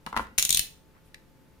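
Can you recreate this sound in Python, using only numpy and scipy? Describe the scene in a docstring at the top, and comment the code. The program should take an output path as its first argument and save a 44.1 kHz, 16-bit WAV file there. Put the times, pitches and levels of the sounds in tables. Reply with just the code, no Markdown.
"""Soft plastic knocks come first, as the grip shifts on a snap-off utility knife in a small, fairly live room.
Then the thumb drives the slider over its steel notches: a quick burst of bright clicks, over a fine scrape.
Later the blade brushes and ticks against a plastic blister pack, with a faint steady room tone under it all.
Knocks and table thuds are decaying modes; clicks and ticks are short coloured noise; rubs and scrape are
sparse noise grains; each click adds a low overload swing; the reflections are a decaying noise tail."""
import sys
import numpy as np
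from scipy import signal
from scipy.fft import rfft, irfft
from scipy.io import wavfile
from scipy.ndimage import uniform_filter1d

SR = 44100
rng = np.random.default_rng(int(sys.argv[2]) if len(sys.argv) > 2 else 0)


def transcribe(signal):
    """Save signal, clipped to [-1, 1], as a 16-bit WAV file at the path in sys.argv[1]."""
    frames = np.atleast_2d(signal).T
    limited = np.clip(frames, -1, 1)
    pcm = np.round(limited * 32767).astype(np.int16)
    wavfile.write(sys.argv[1], SR, pcm)


N = 70560


def amp(db):
    """Decibels to gain."""
    return 10 ** (np.asarray(db) / 20)


def read(points, hz):
    """Reads a spectrum on a log-frequency axis."""
    f, value = np.transpose(points)
    return np.interp(np.log(hz + 1), np.log(f + 1), value)


def unit(x):
    """Scales each channel to energy 1."""
    return x / np.sqrt((x ** 2).sum(-1, keepdims=True) + 1e-20)


def pan(db):
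    """Left and right gains for a level difference; positive leans left."""
    return amp([[db / 2], [-db / 2]])


def add(mix, s, sound):
    """Mixes a sound in at time s."""
    part = mix[..., max(round(s * SR), 0):][..., :sound.shape[-1]]
    part += sound[..., :part.shape[-1]]


def ring(modes, detune=0., size=8192):
    """Struck modes as decaying sines, each randomly off pitch by the fraction detune."""
    t = np.arange(size) / SR
    out = np.zeros(size)
    for hz, db, t60 in modes:
        pitch = hz * (1 + detune * rng.normal())
        out += amp(db - 60 * t / t60) * np.sin(2 * np.pi * pitch * t)
    return out


def snap(colour_db, decay_s, rise_s, size=2048):
    """A dense, quickly dying noise burst of energy 1 with the given colour (a function of Hz)."""
    t, hz = np.arange(size) / SR, np.fft.rfftfreq(size, 1 / SR)
    envelope = np.exp(-t / decay_s) * np.minimum(t / rise_s, 1)
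    burst = rfft(rng.standard_normal(size) * envelope)
    power = abs(uniform_filter1d(abs(burst) ** 2, size=27))
    # flatten the burst's own broad colour, then apply the wanted one
    log_gain = np.log(amp(colour_db(hz))) - .5 * np.log(power + 1e-12)
    # minimum phase keeps the energy at the onset
    mirrored = np.r_[log_gain, log_gain[-2:0:-1]]
    causal = np.exp(np.conj(signal.hilbert(mirrored)))[:len(hz)]
    return unit(irfft(burst * causal))


# Colour of the steady air noise. Each row: frequency in Hz, relative level in dB per Hz.
AIR_COLOUR = [(20, -3.5), (50, 0), (100, -5), (170, -6), (300, -7.5), (500, -16.5), (800, -20.5),
              (1500, -22), (3000, -27.5), (8000, -34.5), (15000, -33), (16000, -49)]
# Faint fan tones. Each row: frequency in Hz, RMS level in dB.
FAN_TONES = [(161.5, -70.5), (436, -76), (533, -74.5), (877, -75)]
AIR_DB = -58.5
AIR_SAME_LOW, AIR_SAME_HIGH = 0.48, 0.33  # left-right likeness below 400 Hz and above 4 kHz


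def room_tone():
    """Low steady rumble and hiss, partly shared by both sides, with a few faint fan tones."""
    t, hz = np.arange(N) / SR, np.fft.rfftfreq(N, 1 / SR)
    a, b = rfft(rng.standard_normal((2, N)))
    same = read([(400, AIR_SAME_LOW), (4000, AIR_SAME_HIGH)], hz)
    stereo = np.array([a, same * a + np.sqrt(1 - same ** 2) * b])
    air = unit(irfft(stereo * amp(read(AIR_COLOUR, hz)), N)) * np.sqrt(N)
    hum = sum(np.sqrt(2) * amp(db) * np.sin(2 * np.pi * (f * t + rng.random())) for f, db in FAN_TONES)
    return (amp(AIR_DB) * air + hum) * pan(db=1)


# Reverberation by band. Each row: frequency in Hz, t60 in seconds, relative level in dB.
REVERB_BANDS = [(100, .4, -8), (220, 0.48, -2), (500, 0.48, -8), (950, 0.25, -6.5), (1300, .34, -7),
                (1980, 0.34, -3), (4000, 0.32, -4.5), (6950, 0.33, -7.5), (9000, 0.31, -7),
                (11000, 0.23, -6.5), (15500, 0.31, -4.5)]
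REVERB_SHARED_HZ = 710  # the two sides share the tail well below this
REVERB_DELAY_S, REVERB_BUILD_S = 0.003, 0.0025
EARLY_DB, EARLY_S = -4, 0.018  # extra strength at first, and its decay
REVERB_PAN_DB = -0.5


def room(x):
    """Diffuse reflections, stronger at first, each band dying at its own speed."""
    t = np.arange(SR) / SR
    taps = rng.standard_normal((2, SR)) * (rng.random((2, SR)) < 5000 / SR)
    hz, at, z = signal.stft(unit(taps), SR, nperseg=256)
    same = np.exp(-(hz / REVERB_SHARED_HZ) ** 2)[:, None]
    z = np.array([z[0], same * z[0] + np.sqrt(1 - same ** 2) * z[1]])
    t60 = read([(f, t60) for f, t60, db in REVERB_BANDS], hz)[:, None]
    level = read([(f, db) for f, t60, db in REVERB_BANDS], hz)[:, None]
    even_energy = np.sqrt(2 * np.log(1000) / t60)  # long decays do not gain level
    decaying = z * amp(level - 60 * at / t60) * even_energy
    tail = signal.istft(decaying, SR, nperseg=256)[1][:, :SR]
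    tail = tail * np.clip((t - REVERB_DELAY_S) / REVERB_BUILD_S, 0, 1)
    tail = tail * (1 + amp(EARLY_DB) * np.exp(-t / EARLY_S))
    mono = x.sum(0)[None] / np.sqrt(2)
    return signal.fftconvolve(mono, tail, axes=1)[:, :N] * pan(REVERB_PAN_DB)


# Soft rubs of hand and blade. Each row: peak time in seconds, swell time to either side in seconds,
# level in dB, centre in Hz, width in octaves.
RUB_SWELLS = [(.09, .025, -60, 6000, .8), (.215, .03, -55, 7000, .9), (.965, .022, -62, 1200, .7),
              (1.075, .03, -72, 2500, 1), (1.07, .028, -71, 10000, .35)]


def rubs():
    """Sliding friction: brief swells of grainy band noise."""
    t, hz, out = np.arange(N) / SR, np.fft.rfftfreq(N, 1 / SR), np.zeros((2, N))
    for s, length, db, centre, width in RUB_SWELLS:
        grains = rng.standard_normal((2, N)) * (rng.random(N) < 2500 / SR)  # 2500 grains per second
        band = np.exp(-.5 * (np.log2((hz + 1) / centre) / width) ** 2)
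        rub = unit(irfft(rfft(grains) * band, N)) * np.sqrt(N)
        out += amp(db) * rub * np.exp(-((t - s) / length) ** 2)
    return out


# Colour of the blade tick. Each row: frequency in Hz, relative level in dB.
TICK_COLOUR = [(500, -20), (1300, -17), (1700, -0.5), (2200, 2), (2600, -1), (3000, -14), (3500, -2.5),
               (4200, -7), (5000, -10), (8000, -16), (13000, -21), (16000, -35)]
# Left-right colour difference, shared with the clicks. Each row: frequency in Hz, difference in dB.
SIDE_COLOUR = [(200, 1), (900, 1), (1400, -3.5), (2000, 1.5), (2800, -11.5), (3800, 1.5), (5400, -1.5),
               (7000, 3.5), (9000, 4.5), (13000, 1.5)]
TICK_S, TICK_DB, TICK_DECAY_S = 1.1438, -18, 0.002


def blade_tip():
    """One small tick of the blade on the plastic pack: a short coloured burst on each side."""
    out, sides = np.zeros((2, N)), []
    for sign in (1, -1):
        colour = lambda hz: read(TICK_COLOUR, hz) + sign * read(SIDE_COLOUR, hz) / 2
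        sides.append(snap(colour, TICK_DECAY_S, rise_s=0.00064))
    add(out, TICK_S, amp(TICK_DB) * np.array(sides) * pan(db=2.5))
    return out


# Dull bumps of the hand on the table. Each row: start in seconds, level in dB, pitch in Hz, t60 in seconds.
TABLE_BUMPS = [(.064, -35.5, 207, 0.11), (.168, -35.5, 90.6, 0.13), (.198, -39, 61, 0.12)]
BUMP_RISE_S = 0.0043


def bumps():
    """The hand leans on the table, which answers with a low, quickly damped note."""
    out, t = np.zeros((2, N)), np.arange(8192) / SR
    for s, db, hz, t60 in TABLE_BUMPS:
        add(out, s, ring([(hz, db, t60)]) * np.minimum(t / BUMP_RISE_S, 1))
    return out


# Knocks of the handle. Each row: start in seconds, relative level in dB, hard edge in dB, low thud in dB,
# ring tilt in dB per octave.
HANDLE_KNOCKS = [(0.0634, -17.5, 0.5, -6, 4), (0.0711, -7, -13, -10, -1), (0.1273, -5, -10.5, -5, -0.5),
                 (.143, -7, -24.5, -6, -1), (.157, -18, -14, -13.5, 3), (0.1644, 4, 5, 3.5, 7),
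                 (0.1679, -3.5, -2, -4, 6.5), (0.1731, -2.5, 7.5, 3.5, 8.5), (.185, -12, -10.5, -3.5, 5.5),
                 (.194, 2, -6.5, -0.5, -5.5), (0.2016, -11, -13, -0.5, -10.5), (0.268, -25, -20.5, -15, 4)]
# Modes of the hollow handle. Each row: frequency in Hz, relative level in dB, t60 in seconds.
HANDLE_MODES = [(500, -21, .04), (957, -8.5, 0.032), (1038, 2, .018), (1143, -10.5, 0.014),
                (1326, -2, .024), (1450, -15.5, .02), (1990, -14, .025)]
# Colour of the hard edge. Each row: frequency in Hz, relative level in dB.
EDGE_COLOUR = [(300, -5.5), (480, -1), (680, -6.5), (1200, 7), (2100, -3.5), (2900, 0), (3400, -6),
               (4000, -5.5), (7000, -15.5), (10000, -14.5), (16000, -25)]
# Modes of the table. Each row: frequency in Hz, relative level in dB, t60 in seconds.
TABLE_MODES = [(60.5, -5.5, .15), (92, -7.5, 0.081), (168, -5, 0.056), (220.4, 4, 0.083),
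               (285, -0.5, 0.091), (473, -3.5, 0.071)]
KNOCK_DB, EDGE_DB, THUD_DB = -18, -10.5, -39.5
KNOCK_RISE_S, THUD_RISE_S, EDGE_DECAY_S = 0.0019, 0.0036, 0.0029
KNOCK_PAN_DB, KNOCK_LEAD_S = 2.4, 0.00011  # louder and slightly earlier on the left
SNAP_RISE_S = .0007  # shared by the hard edge and the clicks


def handle():
    """Hollow plastic modes knocked with a hard edge, and a faint thud from the table."""
    out, t = np.zeros((2, N)), np.arange(8192) / SR
    pivot_hz = HANDLE_MODES[2][0]  # the strongest mode
    for s, db, edge_db, thud_db, tilt_db in HANDLE_KNOCKS:
        modes = [(hz, level + tilt_db * np.log2(hz / pivot_hz), t60) for hz, level, t60 in HANDLE_MODES]
        body = amp(KNOCK_DB + db) * ring(modes, detune=0.032) * np.minimum(t / KNOCK_RISE_S, 1)
        thud = amp(THUD_DB + thud_db) * ring(TABLE_MODES, detune=0.022) * np.minimum(t / THUD_RISE_S, 1)
        for side, at in enumerate([s, s + KNOCK_LEAD_S]):
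            edge = snap(lambda hz: read(EDGE_COLOUR, hz), EDGE_DECAY_S, SNAP_RISE_S)
            add(out[side], at, body + thud)
            add(out[side], at, amp(EDGE_DB + edge_db) * edge)
    return out * pan(KNOCK_PAN_DB)


# Click colours with the slider back, halfway and forward. Each row: frequency in Hz, relative level in dB.
BACK_COLOUR = [(200, -15.5), (900, -20.5), (1600, -19), (2100, -7), (2700, -1.5), (3400, -11), (4300, -5),
               (4900, -11), (5600, 1), (7000, 1.5), (7700, -12.5), (9000, -2.5), (11200, -6.5),
               (12200, -12.5), (14000, -7.5), (15200, -13.5), (16200, -25.5)]
HALFWAY_COLOUR = [(200, -26), (900, -26), (1600, -22.5), (2600, -11.5), (3100, -5), (3500, 5.5),
                  (4100, 1.5), (5000, -8), (7000, 1.5), (7600, -7.5), (8600, 3.5), (9800, -7.5),
                  (11400, -3.5), (12500, -11), (14000, -4.5), (15200, -8.5), (16200, -24)]
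FORWARD_COLOUR = [(200, -22.5), (900, -24), (1500, -16), (2400, -9.5), (3000, -0.5), (3900, -4),
                  (5000, -3.5), (7000, -4), (7600, -13.5), (8700, 2.5), (9800, -4.5), (11400, 0),
                  (12500, -9.5), (14000, -7), (15200, -4.5), (16200, -24)]


def slider_colour(position, hz):
    """The slider changes the free length of the track, and with it the colour of a click."""
    back, forward = np.clip(1 - 2 * position, 0, 1), np.clip(2 * position - 1, 0, 1)
    halfway = 1 - back - forward
    return (back * read(BACK_COLOUR, hz) + halfway * read(HALFWAY_COLOUR, hz)
            + forward * read(FORWARD_COLOUR, hz))


# Slider dragging between notches. Each row: start in seconds, length in seconds, relative level in dB.
SLIDER_DRAGS = [(.398, 0.028, -37), (0.424, .06, -43), (.51, 0.078, -37)]
SCRAPE_GRAINS_PER_S = 1800


def scrape():
    """Fine grains of friction, coloured by the track, as the slider drags along it."""
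    out = np.zeros((2, N))
    for s, length, db in SLIDER_DRAGS:
        size = int(length * SR)
        hz = np.fft.rfftfreq(size, 1 / SR)
        grains = rng.standard_normal((2, size)) * (rng.random(size) < SCRAPE_GRAINS_PER_S / SR)
        drag = unit(irfft(rfft(grains) * amp(read(BACK_COLOUR, hz)), size)) * np.sqrt(size)
        add(out, s, amp(db) * drag * signal.windows.tukey(size) * pan(db=6.5))
    return out


# Ratchet clicks. Each row: start in seconds, relative level in dB, slider position from 0 back to 1 forward,
# left-right difference in dB, low offset in dB, clack of the plastic shell in dB.
RATCHET_CLICKS = [(0.3793, -7, 0.095, 6.5, -11, -2), (0.383, 2.5, 0.065, 3, 2, 2.5),
                  (0.3873, -3, 0, 5.5, -4, -3.5), (0.3946, -1.5, 0.31, 1.5, -10, -9.5),
                  (0.425, 0.5, 0.21, 4.5, -6, -11), (0.4503, -1, 0.23, 3.5, -5, -14),
                  (0.492, -2, 0.13, 6, -5, -10), (0.5049, 2.5, .4, 5.5, 0.5, -17),
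                  (0.5266, 0.5, .5, 3.5, -5, -14), (0.5458, 2, 0.49, 3, 0.5, -7.5),
                  (.5718, 1, .9, 3.5, -4, -5.5), (0.5929, 0.5, 0.93, 5.5, 4, -3)]
# Ring of the steel track and blade. Each row: frequency in Hz, relative level in dB, t60 in seconds.
STEEL_MODES = [(3430, -6, .04), (4000, -11.5, 0.047), (5650, -9.5, .05), (6550, -8, .05), (6830, 0, .05),
               (7120, -2, .05), (8780, -9, .035), (9300, -9.5, .035)]
# Colour of the shell's clack. Each row: frequency in Hz, relative level in dB.
SHELL_COLOUR = [(400, -16.5), (1000, -17.5), (1400, -7.5), (1700, -9.5), (2100, -3.5), (2800, 1.5),
                (3500, -11.5), (4300, -0.5), (5200, -14), (16000, -39.5)]
CLICK_DB, STEEL_DB, SHELL_DB, SHELL_DECAY_S = 5, -40, -4.5, 0.0031
# brief low-frequency swing from recorder overload at each click: level, first dip, slow return, side
OVERLOAD_DB, OVERLOAD_S, OVERLOAD_RETURN_S, OVERLOAD_PAN_DB = -30, 0.0011, .012, 15
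# left then right: share of the side colour, click decay in seconds, lag in seconds
CLICK_SIDES = [(1, 0.0014, 0.00027), (-0.54, 0.0036, .0003)]


def ratchet():
    """The slider's spring drops into each notch: snap, steel ring, plastic clack, and a low overload swing."""
    out, t = np.zeros((2, N)), np.arange(4096) / SR
    offset = t / OVERLOAD_S * np.exp(-t / OVERLOAD_S)
    offset -= OVERLOAD_S * t / OVERLOAD_RETURN_S ** 2 * np.exp(-t / OVERLOAD_RETURN_S)  # slow return
    for s, db, position, pan_db, offset_db, shell_db in RATCHET_CLICKS:
        for side, (sign, decay, lag) in enumerate(CLICK_SIDES):
            colour = lambda hz: slider_colour(position, hz) + sign * read(SIDE_COLOUR, hz) / 2
            gain = amp(db) * pan(pan_db)[side]
            click = gain * amp(CLICK_DB) * snap(colour, decay, SNAP_RISE_S)
            steel = gain * amp(STEEL_DB) * ring(STEEL_MODES, detune=0.0023)
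            clack = snap(lambda hz: read(SHELL_COLOUR, hz), SHELL_DECAY_S, SNAP_RISE_S)
            add(out[side], s + lag, click)
            add(out[side], s + lag, steel)
            add(out[side], s + lag, amp(SHELL_DB + shell_db) * clack)
        add(out, s, -amp(OVERLOAD_DB + offset_db) * offset * pan(OVERLOAD_PAN_DB))
    return out


def scene():
    """Knife sounds, their reflections and the room tone."""
    clicks = ratchet() + scrape()
    knocks = handle() + bumps()
    tip = blade_tip() + rubs()
    reflections = room(amp(-2.52) * clicks + amp(-3.5) * knocks + amp(-6.0) * tip)
    return clicks + knocks + tip + reflections + room_tone()


PEAK_ROUNDING = .7  # ceiling that the rounded peaks approach
CUT_HZ = 16100


def record(dry):
    """Rounds off the sharpest peaks, then cuts the highest treble with a low-pass."""
    rounded = dry / (1 + (dry / PEAK_ROUNDING) ** 4) ** (1 / 4)
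    low_pass = signal.firwin(255, CUT_HZ, window=("kaiser", 9), fs=SR)
    return signal.oaconvolve(rounded, low_pass[None], "same")


dry = scene()
out = record(dry)
transcribe(out)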